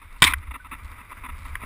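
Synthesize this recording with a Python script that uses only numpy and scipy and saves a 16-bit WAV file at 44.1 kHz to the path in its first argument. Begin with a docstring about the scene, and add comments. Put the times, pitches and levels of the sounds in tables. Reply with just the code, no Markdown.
"""Tyres hiss and crunch softly on a dirt trail, heard from a camera in a plastic case on a mountain
bike rider. A moment in, right at the microphone, a leafy branch slaps the case, drags across it
and flicks off. Bumps set the camera mount chattering. From below, grit ticks on the bike and the
knobbly tyre drones in spurts, while wind rumbles on the case."""
import sys
import numpy as np
from scipy import signal
from scipy.fft import rfft, irfft, next_fast_len
from scipy.io import wavfile
from scipy.ndimage import map_coordinates

SR = 44100
rng = np.random.default_rng(int(sys.argv[2]) if len(sys.argv) > 2 else 0)


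def inscribe(sig):
    """Save sig as 16-bit PCM at rate SR to the path in sys.argv[1].

    A 1-D sig is mono; a 2-D sig holds one channel per row.
    Samples are clipped to [-1, 1] before scaling.
    """
    pcm = np.round(np.clip(np.atleast_2d(sig).T, -1, 1) * 32767)
    wavfile.write(sys.argv[1], SR, pcm.astype(np.int16))


N = 72765

# leaves striking the case, right at the microphone (time [s], level [dB], t60 [s], brightness [dB])
LEAF_SLAPS = [(0.2207, -5.5, 0.034, -5.5), (0.2225, -2.5, 0.022, 0.5), (0.2279, -7, 0.026, -16.5),
              (0.2338, -10.5, 0.0132, -19.5), (0.2401, -3.5, 0.023, 6.5), (0.2461, -9, 0.03, 2),
              (0.2496, -15, 0.02, 14)]
# the case as the leaves strike it (frequency [Hz], level [dB])
SLAP_COLOUR = [(120, -17.5), (320, -13.5), (486, -22.5), (624, -18.5), (914, -15.5), (1040, -1),
               (1360, -11), (1460, -4), (1610, -9.5), (2000, -3.5), (2170, -10.5), (2400, -2), (2790, -13),
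               (3290, -7), (3700, -1), (4150, -16.5), (4820, -13), (5990, -28), (8490, -11.5),
               (10400, -21.5), (11300, -35), (11800, -53), (12700, -29), (14500, -20.5), (16000, -38)]
# the treble that a slap's brightness lifts or cuts (frequency [Hz], share of the brightness [0-1])
BRIGHT_BAND = [(2400, 0.34), (3400, 0.84), (8500, 0.66), (10500, 0.14)]
# leaves sliding over the case (time [s], level [dB])
DRAG_LEVEL = [(.246, -60), (.251, -25), (.263, -20.5), (.266, -18.5), (.279, -20.5), (.288, -23.5),
              (.298, -32.5), (.322, -32), (.335, -62.5)]
# the case under the sliding leaves (frequency [Hz], level [dB])
DRAG_COLOUR = [(500, -42), (855, -20), (1030, -5.5), (1320, -18.5), (1820, -10.5), (2260, -5), (2850, -18),
               (3240, -17), (3640, -11.5), (4400, -29), (5540, -29), (6050, -35), (7740, -32.5),
               (8320, -17), (9070, -30), (9900, -14), (11300, -42.5), (12100, -82.5), (12700, -43),
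               (14400, -18), (16000, -53.5)]
# a dragged leaf catching (start [s], length [s], level [dB])
LEAF_RASPS = [(0.2647, 0.0028, -16), (0.2745, 0.0078, -16.5)]
# hard knocks of the case (time [s], level [dB], t60 [s])
CASE_KNOCKS = [(0.3352, -10.5, 0.018), (0.338, -18, 0.0185), (1.5537, -16.5, 0.013)]
# the knocked case (frequency [Hz], level [dB])
KNOCK_COLOUR = [(300, -29.5), (574, -31), (1010, -0.5), (2250, 3), (2650, -10), (3760, -17.5),
                (4360, -36.5), (5150, -28.5), (5990, -43.5), (6840, -27.5), (7680, -46), (8210, -23),
                (9070, -25), (9860, -10.5), (10400, -9.5), (12200, -56), (13500, -14), (14200, -13.5),
                (16000, -48)]
# soft, heavy pushes on the camera (time [s], level [dB], t60 [s], ring pitch [Hz])
CAMERA_THUMPS = [(0.221, -14.5, 0.05, 142.2), (1.635, -31.5, 0.035, 254)]
# modes of the pushed camera (multiple of the ring pitch [ratio], relative level [dB])
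THUMP_MODES = [(1, 1), (1.55, -5.5), (2.4, -7)]
# a faint, brief ping of the case (time [s], level [dB], t60 [s], pitch [Hz])
CASE_PING = (0.6, -38.5, 0.1, 1499)
# bumps shaking the mount, and at 0.283 and 0.322 s the dull tail of the leaves dragging across the case (start
# [s], length [s], level [dB])
MOUNT_CHATTERS = [(0.015, 0.015, -45.5), (0.161, 0.0058, -44.5), (0.283, 0.0304, -32),
                  (0.322, 0.0035, -25.5), (0.418, 0.022, -46), (0.468, 0.0175, -45.5),
                  (0.508, 0.013, -36.5), (0.538, 0.027, -35.5), (0.644, 0.029, -45), (0.712, 0.0302, -34),
                  (0.748, 0.0059, -36.5), (0.979, 0.0393, -45), (1.113, 0.019, -39), (1.236, 0.031, -37),
                  (1.286, 0.017, -37.5), (1.451, 0.013, -38.5), (1.604, 0.0068, -42.5),
                  (1.614, 0.0265, -38.5)]
# the case on its chattering mount (frequency [Hz], level [dB])
CHATTER_COLOUR = [(88, -40), (170, -11), (270, -0.5), (380, -19), (513, -22), (774, -15), (978, 4),
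                  (1120, 0), (1310, 5), (1530, -17.5), (1790, -6.5), (1980, 0.5), (2270, -5.5),
                  (2700, -4.5), (3160, -26.5), (3550, -13), (4490, -42.5), (6010, -43.5), (7460, -40),
                  (9610, -16), (11000, -18.5), (12100, -74), (12900, -19), (14500, -20), (16000, -43)]
# tyres rolling on the dirt below the rider (time [s], level [dB])
ROLL_LEVEL = [(0, -57), (.1, -52), (.36, -50), (.45, -51), (.6, -54), (.68, -51), (.82, -48), (.95, -50),
              (1.08, -49), (1.2, -47), (1.42, -49), (1.55, -44.5), (1.59, -50.5), (1.65, -43.5)]
# the tyres as heard inside the case (frequency [Hz], level [dB])
ROLL_COLOUR = [(100, -23), (235, -9.5), (409, -17.5), (623, -15), (776, -18), (950, -6), (1230, -2.5),
               (1560, -9.5), (1840, -11), (1980, -4), (2330, -5.5), (3180, -26), (3750, -23), (4270, -42),
               (4760, -26.5), (5220, -35.5), (7670, -35.5), (8880, -30), (9920, -18), (11100, -26),
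               (11900, -41.5), (12800, -25.5), (14600, -22), (16000, -62)]
# spurts of low tread hum (start [s], level [dB], length [s])
TREAD_DRONES = [(0.043, -44.5, 0.014), (0.23, -30.5, 0.042), (0.32, -32.5, 0.06), (0.473, -33.5, 0.037),
                (0.732, -44.5, 0.025), (0.824, -40.5, 0.03), (0.905, -42.5, 0.023), (1.302, -39.5, 0.04),
                (1.399, -36.5, 0.021), (1.446, -39.5, 0.026), (1.499, -34.5, 0.038)]
# low plants brushing the bike (start [s], length [s], level [dB])
PLANT_BRUSHES = [(0.178, 0.04, -59), (0.842, 0.011, -58), (1.367, 0.062, -60.5), (1.439, 0.057, -58.5)]
# bits of gravel and twig hitting the bike (time [s], level [dB])
GRAVEL_TICKS = [(.127, -50), (.203, -47), (.383, -46), (.6956, -55), (.834, -49.5), (0.8468, -45.5),
                (.879, -48.5), (0.916, -51.5), (1.05, -60), (1.388, -47)]
# grit, plants and ticks at the microphone (frequency [Hz], level [dB])
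GRIT_COLOUR = [(1500, 4.5), (3800, 7), (6000, -6.5), (8500, 2.5), (11500, -23)]
# wind on the case (time [s], level [dB])
WIND_LEVEL = [(0, -49.5), (.15, -45.5), (.3, -36), (.6, -49.5), (.85, -38.5), (1.05, -48), (1.2, -41),
              (1.65, -38.5)]
# the wind's rumble (frequency [Hz], level [dB])
WIND_COLOUR = [(8, -18.5), (22, 1), (45, -5), (85, -6.5), (130, -24.5), (300, -35), (800, -73)]
# bands the case cancels at the microphone (frequency [Hz], width [Hz])
CASE_NOTCHES = [(6050, 280), (12100, 700)]


def branch():
    """At the microphone, leaves slap the case one after another, then stick and slip across it."""
    slaps = np.zeros(N)
    for start, db, t60, bright_db in LEAF_SLAPS:
        force = amp(db) * blow(start, t60, attack_s=0.00012)
        slaps += ring(force * contacts(per_s=5000, scatter=0.5, spread_db=1), SLAP_COLOUR, bright_db)
    stick_slip = level(DRAG_LEVEL) * contacts(per_s=1800, scatter=0.45, spread_db=5)
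    return slaps + ring(stick_slip, DRAG_COLOUR)


def leaf_rasp():
    """A dragged leaf grips the case and judders at a wavering pitch."""
    grip = sum(amp(db) * spurt(start, length, attack_s=0.0019, release_s=0.0053)
               for start, length, db in LEAF_RASPS)
    return grip * wavering_tone(hz=2192, waver=0.068, knots_per_s=900)


def case_knocks():
    """The case knocks against its mount, hard and close."""
    force = sum(amp(db) * blow(start, t60, attack_s=0.00059) for start, db, t60 in CASE_KNOCKS)
    return ring(force * contacts(per_s=5200, scatter=0.25, spread_db=4.5), KNOCK_COLOUR)


def camera_thumps():
    """Each push on the camera is answered by a short low ring."""
    thumps = np.zeros(N)
    for start, db, t60, hz in CAMERA_THUMPS:
        decay = blow(start, t60, attack_s=0.00064)
        for ratio, mode_db in THUMP_MODES:
            thumps += amp(db + mode_db) * decay * np.sin(2 * np.pi * hz * ratio * (clock() - start))
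    return thumps


def case_ping():
    """One mode of the case gives a faint, brief ping near 1.5 kHz."""
    start, db, t60, hz = CASE_PING
    return amp(db) * blow(start, t60, attack_s=0.001) * np.sin(2 * np.pi * hz * (clock() - start))


def mount_chatter():
    """On bumps, and as the dragged leaves trail off the case, bursts of fast, uneven contacts ring the plastic
    around the microphone."""
    force = sum(amp(db) * spurt(start, length, attack_s=0.0019, release_s=0.0053)
                for start, length, db in MOUNT_CHATTERS)
    return ring(force * contacts(per_s=1600, scatter=0.6, spread_db=-0.5), CHATTER_COLOUR)


def tyre_crunch():
    """Below the microphone, dirt crunches densely under the rolling tyres."""
    flicker_db = 1.86 * wobble(knots_per_s=35)
    load = level(ROLL_LEVEL) * amp(flicker_db)
    return ring(load * contacts(per_s=4000, scatter=0.8, spread_db=3), ROLL_COLOUR)


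def trail_rustle():
    """Grit and low plants crackle faintly against the bike, with a few distinct ticks of gravel."""
    plants = sum(amp(db) * spurt(start, length, attack_s=0.0099, release_s=0.025)
                 for start, length, db in PLANT_BRUSHES)
    grit = amp(-26) * level(ROLL_LEVEL)
    crackle = contacts(per_s=900, scatter=0.9, spread_db=5)
    hits = sum(amp(db) * blow(start, t60=0.018, attack_s=0.0002) for start, db in GRAVEL_TICKS)
    ticks = hits * rng.standard_normal(N)
    return ring((plants + grit) * crackle + ticks, GRIT_COLOUR)


def tread_drone():
    """Down at the trail, the tread hums unsteadily whenever the tyre is pressed down."""
    force = sum(amp(db) * spurt(start, length, attack_s=0.012, release_s=0.069)
                for start, db, length in TREAD_DRONES)
    return force * wavering_tone(hz=69.5, waver=0.08, knots_per_s=29)


def wind():
    """Air buffets the case, a low rumble behind everything else."""
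    return level(WIND_LEVEL) * unit(ring(rng.standard_normal(N), WIND_COLOUR))


def amp(db):
    """Decibels to gain."""
    return 10 ** (np.asarray(db) / 20)


def unit(x):
    """Scaled to rms 1."""
    return x / np.sqrt(np.mean(x ** 2) + 1e-20)


def clock():
    """The time of every sample in seconds."""
    return np.arange(N) / SR


def along(points, hz):
    """(frequency [Hz], value) points joined on a log frequency axis."""
    point_hz, values = np.transpose(points)
    return np.interp(np.log(hz + 1), np.log(point_hz + 1), values)


def level(rows):
    """Gain per sample from (time [s], level [dB]) rows."""
    return amp(np.interp(clock(), *np.transpose(rows)))


def wobble(knots_per_s):
    """A smooth curve through evenly spaced random knots."""
    return map_coordinates(rng.standard_normal(N // 8), [clock() * knots_per_s], mode="wrap")


def wavering_tone(hz, waver, knots_per_s):
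    """A sine of rms 1 whose pitch wanders by about the fraction waver."""
    pitch = hz * (1 + waver * wobble(knots_per_s))
    return unit(np.sin(2 * np.pi * np.cumsum(pitch) / SR))


def ring(force, colour, bright_db=0):
    """A force through a resonant body of unit power gain with the given spectrum."""
    size = 2 * next_fast_len(N)
    hz = np.fft.rfftfreq(size, 1 / SR)
    gain = unit(amp(along(colour, hz) + bright_db * along(BRIGHT_BAND, hz)))
    # minimum phase: the body rings only after it is struck
    cepstrum = irfft(np.log(gain + 1e-6), size)
    cepstrum[1:size // 2] *= 2
    cepstrum[size // 2 + 1:] = 0
    response = np.exp(rfft(cepstrum))
    return irfft(rfft(force, size) * response, size)[:N]


def contacts(per_s, scatter, spread_db):
    """Tiny impacts of uneven strength at log-normal intervals, rms 1."""
    gap, strength, sign = rng.standard_normal((N // 4, 3)).T
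    intervals = np.exp(scatter * gap)
    at = (np.cumsum(intervals / intervals.mean()) * SR / per_s).astype(int)
    force = np.sign(sign) * amp(spread_db * np.clip(strength, -2, 2))
    return unit(np.bincount(at[at < N], force[at < N], N))


def blow(start, t60, attack_s):
    """A quick rise and an exponential fall of 60 dB in t60 seconds."""
    age = np.maximum(clock() - start, 0)
    return (1 - np.exp(-age / attack_s)) * np.exp(-np.log(1000) * age / t60)


def spurt(start, length, attack_s, release_s):
    """Attack, hold and release."""
    age = clock() - start
    return np.clip(age / attack_s, 0, 1) * np.clip(1 - (age - length) / release_s, 0, 1) ** 2


def scene():
    """One microphone on the rider: the case up close, the trail below, the wind behind it all."""
    close = branch() + leaf_rasp() + case_knocks() + camera_thumps() + case_ping() + mount_chatter()
    trail = tyre_crunch() + trail_rustle() + tread_drone()
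    return (close + trail + wind())[None]


def record(dry):
    """The case cuts two notches; the camera clips at full scale and loses the highest treble."""
    for hz, width_hz in CASE_NOTCHES:
        dry = signal.lfilter(*signal.iirnotch(hz, hz / width_hz, fs=SR), dry)
    clipped = np.clip(dry, -1, 1)
    low_pass = signal.firwin(129, cutoff=16100, fs=SR)
    return signal.fftconvolve(clipped, low_pass[None], mode="same", axes=1)


dry = scene()
out = record(dry)
inscribe(out)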